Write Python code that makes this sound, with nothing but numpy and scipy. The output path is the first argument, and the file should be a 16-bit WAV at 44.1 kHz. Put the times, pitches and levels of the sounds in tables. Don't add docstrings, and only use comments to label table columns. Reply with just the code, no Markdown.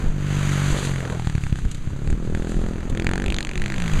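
import sys
import numpy as np
from scipy import signal
from scipy.fft import rfft, irfft, next_fast_len
from scipy.io import wavfile
from scipy.ndimage import map_coordinates

SR = 44100
rng = np.random.default_rng(int(sys.argv[2]) if len(sys.argv) > 2 else 0)


def store_pcm(level_fs):
    pcm = np.round(np.clip(level_fs, -1, 1) * 32767).astype(np.int16)
    wavfile.write(sys.argv[1], SR, np.atleast_2d(pcm).T)


N = 176400

# time in seconds, firings per second.
FIRING_RATE = [(0.0, 49.51), (0.25, 48.72), (0.61, 47.35), (0.79, 48.12), (1.12, 41.0), (1.2, 41.03),
               (1.38, 35.32), (1.62, 31.44), (1.8, 31.13), (2.09, 37.25), (2.17, 41.65), (2.24, 40.21),
               (2.68, 42.16), (2.98, 41.56), (3.05, 43.02), (3.24, 49.08), (3.5, 46.48), (3.77, 50.13),
               (4.0, 54.33)]
# time in seconds, level in dB.
TYRE_LEVEL = [(0, -38), (.15, -44.5), (.32, -33.5), (.5, -30), (.72, -30), (.87, -35), (1, -40),
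              (1.25, -43.5), (1.8, -46.5), (2.2, -47.5), (2.5, -46), (2.85, -45.5), (3.45, -47.5),
              (3.72, -41), (3.84, -37), (4, -32)]


def amp(db):
    return 10 ** (np.asarray(db) / 20)


def unit(x):
    return x / np.sqrt(np.mean(x ** 2) + 1e-20)


def curve(rows, t=None):
    return np.interp(np.arange(N) / SR if t is None else t, *np.transpose(rows))


def wobble(rate):
    return map_coordinates(rng.standard_normal(int(N * rate / SR) + 4), [np.arange(N) * rate / SR])


def filtered(x, response):
    size = next_fast_len(N + SR // 2)
    return irfft(rfft(x, size) * response(np.fft.rfftfreq(size, 1 / SR)), size)[:N]


def coloured(x, colour):
    f, db = np.transpose(colour)
    return filtered(x, lambda hz: amp(np.interp(np.log(hz + 1), np.log(f), db)))


def noise(colour):
    return unit(coloured(rng.standard_normal(N), colour))


def echoed(x, gain, delay_s):
    return filtered(x, lambda f: 1 + gain * np.exp(-2j * np.pi * f * delay_s))


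def add(track, start_s, sound):
    i = int(np.clip(start_s * SR, 0, N))
    track[i:i + len(sound)] += sound[:N - i]


def cycles(rate):
    return np.cumsum(curve(rate)) / SR


def firing_times():
    return np.flatnonzero(np.diff(np.floor(cycles(FIRING_RATE)))) / SR


def surge(depth):
    return 1 + depth * np.cos(2 * np.pi * (cycles(FIRING_RATE) - .15))


def thumps(times, db, modes, scatter_db, puff_s=0.0012, lag_s=0.00019):
    def response(f):
        ring = sum(amp(gain_db) * 1j * f * width / (hz * hz - f * f + 1j * f * width)
                   for hz, width, gain_db in modes)
        softened = ring / (1 + (2 * np.pi * f * puff_s) ** 2)
        return -softened / np.abs(irfft(softened)).max()
    sizes = amp(db + scatter_db * rng.standard_normal(len(times)))
    kicks = np.bincount(((times + lag_s) * SR).astype(int), sizes, N)[:N]
    return filtered(kicks, response)


def cracks(times, db, ring_hz, rise_s=0.00018, ring_s=0.00046, rasp_s=0.00086, tail_s=0.0057):
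    # frequency in Hz, gain in dB.
    crack_colour = [(200, -43), (780, 12), (1100, 0.5), (1600, 6), (3500, 1.5), (7000, 0), (10000, -13.5),
                    (14000, -33.5)]
    out, t = np.zeros(N), np.arange(SR // 40) / SR
    high_pass = signal.butter(2, 1300, "high", fs=SR)
    rise = 1 - np.exp(-(t / rise_s) ** 2)
    gas_fade = 0.61 * np.exp(-t / rasp_s) + 0.073 * np.exp(-t / tail_s)
    for start, level, hz in zip(times, db, ring_hz):
        ring = -np.sin(2 * np.pi * hz * t) * np.exp(-t / ring_s) * rise
        rasp = signal.lfilter(*high_pass, rng.standard_normal(len(t)) * gas_fade * rise)
        add(out, start + .0008, amp(level) * (ring + rasp))
    return coloured(echoed(out, gain=0.13, delay_s=0.001188), crack_colour)


def exhaust():
    # time in seconds, level in dB.
    boom_level = [(0, -27), (.18, -19.5), (.33, -16), (.55, -15), (.7, -14.5), (.78, -22.5), (.92, -16.5),
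                  (1.03, -23.5), (1.2, -18.5), (1.35, -22.5), (1.8, -27.5), (2.1, -22), (2.3, -62),
                  (3, -65), (4, -41)]
    pipe_level = [(0, -29), (.85, -21.5), (1.3, -37), (1.8, -58), (1.95, -23.5), (2.35, -14.5),
                  (2.62, -12.5), (2.8, -20), (3.03, -13), (3.28, -17), (3.5, -29.5)]
    # frequency in Hz, width in Hz, gain in dB.
    silencer_modes = [(85, 21, -16), (140.4, 36.4, 5.5), (296, 26, -5.5)]
    pipe_modes = [(66.6, 49, -2), (200, 108, -2), (340, 190, 1.5), (490, 370, -7.5), (860, 230, -13)]
    # time in seconds, level in dB, ring pitch in Hz.
    crack_shape = [(0, -55, 1490), (.36, -38, 1520), (.7, -27, 1500), (.87, -21.5, 1590), (1.15, -22, 1300),
                   (1.25, -30, 1520), (2.25, -41, 1580), (2.42, -25.5, 1530), (2.9, -32, 1690),
                   (2.995, -13, 1750), (3.19, -15, 1810), (3.31, -14, 2400), (3.42, -11.5, 3740),
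                   (3.52, -17.5, 2060), (3.74, -16, 2320), (4, -18.5, 2520)]
    times = firing_times()
    row_times, db, hz = np.transpose(crack_shape)
    level_scatter, pitch_scatter = rng.uniform(-1, 1, (len(times), 2)).T
    boom = thumps(times, curve(boom_level, times), silencer_modes, scatter_db=.7)
    pipe = thumps(times, curve(pipe_level, times), pipe_modes, scatter_db=.8)
    pipe = echoed(pipe, gain=0.22, delay_s=0.00535)
    crack_db = np.interp(times, row_times, db) + 4.5 * level_scatter
    ring_hz = np.interp(times, row_times, hz) * np.exp(.3 * pitch_scatter)
    return boom + pipe + cracks(times, crack_db, ring_hz)


def tyres():
    # frequency in Hz, gain in dB.
    scrape_colour = [(150, 5), (400, 1), (800, -3), (1400, 3.5), (2200, -0.5), (3200, -5), (4500, -8),
                     (6500, -3), (9000, -17.5), (12000, -22.5), (15000, -38)]
    scrape = noise(scrape_colour) * amp(1.5 * wobble(900))
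    return amp(curve(TYRE_LEVEL)) * unit(scrape * surge(depth=0.15))


def engine_rush():
    # time in seconds, level in dB.
    rush_level = [(0, -30.5), (.62, -64), (.74, -26), (.87, -33), (.98, -34.5), (1.06, -29.5),
                  (1.15, -28.5), (1.28, -72), (2, -42.5), (2.5, -37), (3.3, -34), (3.6, -38), (4, -33)]
    # frequency in Hz, gain in dB.
    rush_colour = [(120, 9.5), (370, -0.5), (450, 2), (600, -2.5), (850, -7.5), (1400, -9.5), (3000, -74)]
    return amp(curve(rush_level)) * unit(noise(rush_colour) * surge(depth=0.44))


def gears(teeth_per_cycle=10.5, waver_radians=0.59):
    phase = 2 * np.pi * teeth_per_cycle * cycles(FIRING_RATE) + waver_radians * wobble(40)
    whine = sum(np.sin(k * phase) for k in (2, 3, 4, 6))
    return amp(curve(TYRE_LEVEL) - 17) * unit(whine)


def wind():
    # time in seconds, level in dB.
    breeze_level = [(0, -27), (.5, -32), (1.15, -31.5), (1.65, -23.5), (2.2, -22.5), (2.75, -26), (4, -25)]
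    # middle in seconds, level in dB, half-length in seconds.
    gusts = [(.06, -16.5, .04), (.725, -18, .025), (1.655, -17, .025), (2.12, -19, .07), (2.62, -21, .06),
             (2.93, -17.5, .025), (3.29, -19, .025)]
    # frequency in Hz, gain in dB.
    breeze_colour = [(3, -6.5), (25, -1.5), (50, -15), (90, -15.5), (300, -29), (3000, -108)]
    gust_colour = [(8, -9), (22, 3.5), (70, -9.5), (120, -16.5), (400, -28.5), (1500, -91)]
    out = amp(curve(breeze_level)) * unit(noise(breeze_colour) * amp(2.5 * wobble(24.98)))
    air, t = noise(gust_colour), np.arange(N) / SR
    for middle, db, half_length in gusts:
        swell = np.exp(-((t - middle) / half_length) ** 2)
        gust = swell * air
        out += amp(db) * gust * np.linalg.norm(swell) / np.linalg.norm(gust)
    return out


def ice_spray(chip_decay_s=0.0055):
    # time in seconds, level in dB.
    dust_level = [(0, -64), (.6, -40), (.85, -35.5), (1.05, -47.5), (1.6, -51), (1.95, -56), (2.2, -56),
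                  (2.52, -45), (2.75, -55.5), (3.3, -78)]
    chip_landings = [(1.714, -33), (1.747, -36.5), (2.102, -37), (2.898, -37.5)]
    # frequency in Hz, gain in dB.
    ice_colour = [(600, -17), (2000, -0.5), (3300, 9.5), (4600, 7.5), (7000, 9.5), (9000, 1.5),
                  (12000, -10), (15000, -32)]
    dust = unit(noise(ice_colour) * amp(2.3 * wobble(700) + 2.6 * wobble(40.05)))
    chips, t = np.zeros(N), np.arange(SR // 25) / SR
    for start, db in chip_landings:
        add(chips, start, amp(db) * rng.standard_normal(len(t)) * np.exp(-t / chip_decay_s))
    return amp(curve(dust_level)) * dust + coloured(chips, ice_colour)


def exhaust_pops():
    # time in seconds, crack level in dB, thump level in dB, ring pitch in Hz.
    pops = [(1.198, -20, -33, 880), (1.273, -18.5, -23, 1100), (1.299, -19, -23, 1820),
            (1.353, -18.5, -12, 2190), (1.381, -22, -16.5, 1520), (1.438, -18, -19.5, 2320),
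            (1.467, -21.5, -22, 1320), (1.527, -21, -15.5, 2660), (1.557, -23.5, -48, 1360),
            (1.588, -22.5, -26, 1430), (1.652, -28, -20, 1370), (1.874, -43, -16.5, 1210),
            (2.075, -22, -30, 1540), (2.103, -26, -40, 1570), (2.131, -24, -15, 1470),
            (2.350, -14.5, -26.5, 1720), (3.069, -16, -24, 2350), (3.134, -15.5, -41, 1800),
            (3.282, -17.5, -40, 2580), (3.619, -13, -33, 1990)]
    # frequency in Hz, width in Hz, gain in dB.
    pop_modes = [(78, 77, 2.9), (122, 62, 1.1)]
    rough_times, crack_db, thump_db, ring_hz = np.transpose(pops)
    fired = firing_times()
    times = fired[np.abs(fired[:, None] - rough_times).argmin(axis=0)]
    return cracks(times, crack_db, ring_hz) + thumps(times, thump_db, pop_modes, scatter_db=3.5)


def second_bike():
    # time in seconds, firings per second, then the four tones' levels in dB.
    drone = [(2.8, 83, -43, -62, -46, -60), (2.98, 82.5, -41, -42, -38, -60),
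             (3.15, 81.56, -40, -38.5, -42, -59), (3.331, 82.3, -34, -39.5, -37, -50),
             (3.471, 76.7, -48, -41.5, -45, -62), (3.571, 73.17, -34, -45, -57, -37),
             (3.64, 67.74, -32, -33.5, -52, -41), (3.711, 65.25, -31, -37.5, -50, -38),
             (3.841, 56.43, -37.5, -25, -38.5, -51), (3.96, 48.43, -32, -26.5, -34.5, -58)]
    t, rate, *levels = np.transpose(drone)
    phase = 2 * np.pi * cycles(np.c_[t, rate])
    fade_in = curve([(t[0], 0), (t[1], 1)])
    tones = (amp(curve(np.c_[t, db])) * unit(np.sin(k * phase)) for k, db in enumerate(levels, 2))
    return fade_in * sum(tones)


def scene():
    first_bike = exhaust() + exhaust_pops() + tyres() + engine_rush() + gears() + ice_spray()
    mono = first_bike + wind() + second_bike()
    return np.array([mono, mono])


def record(dry, notch_hz=5400, width_hz=1650, top_hz=15100):
    def response(f):
        notch = (notch_hz ** 2 - f * f) / (notch_hz ** 2 - f * f + 1j * f * width_hz)
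        return notch * (f < top_hz)
    return np.array([filtered(side, response) for side in dry])


dry = scene()
out = record(dry)
store_pcm(out)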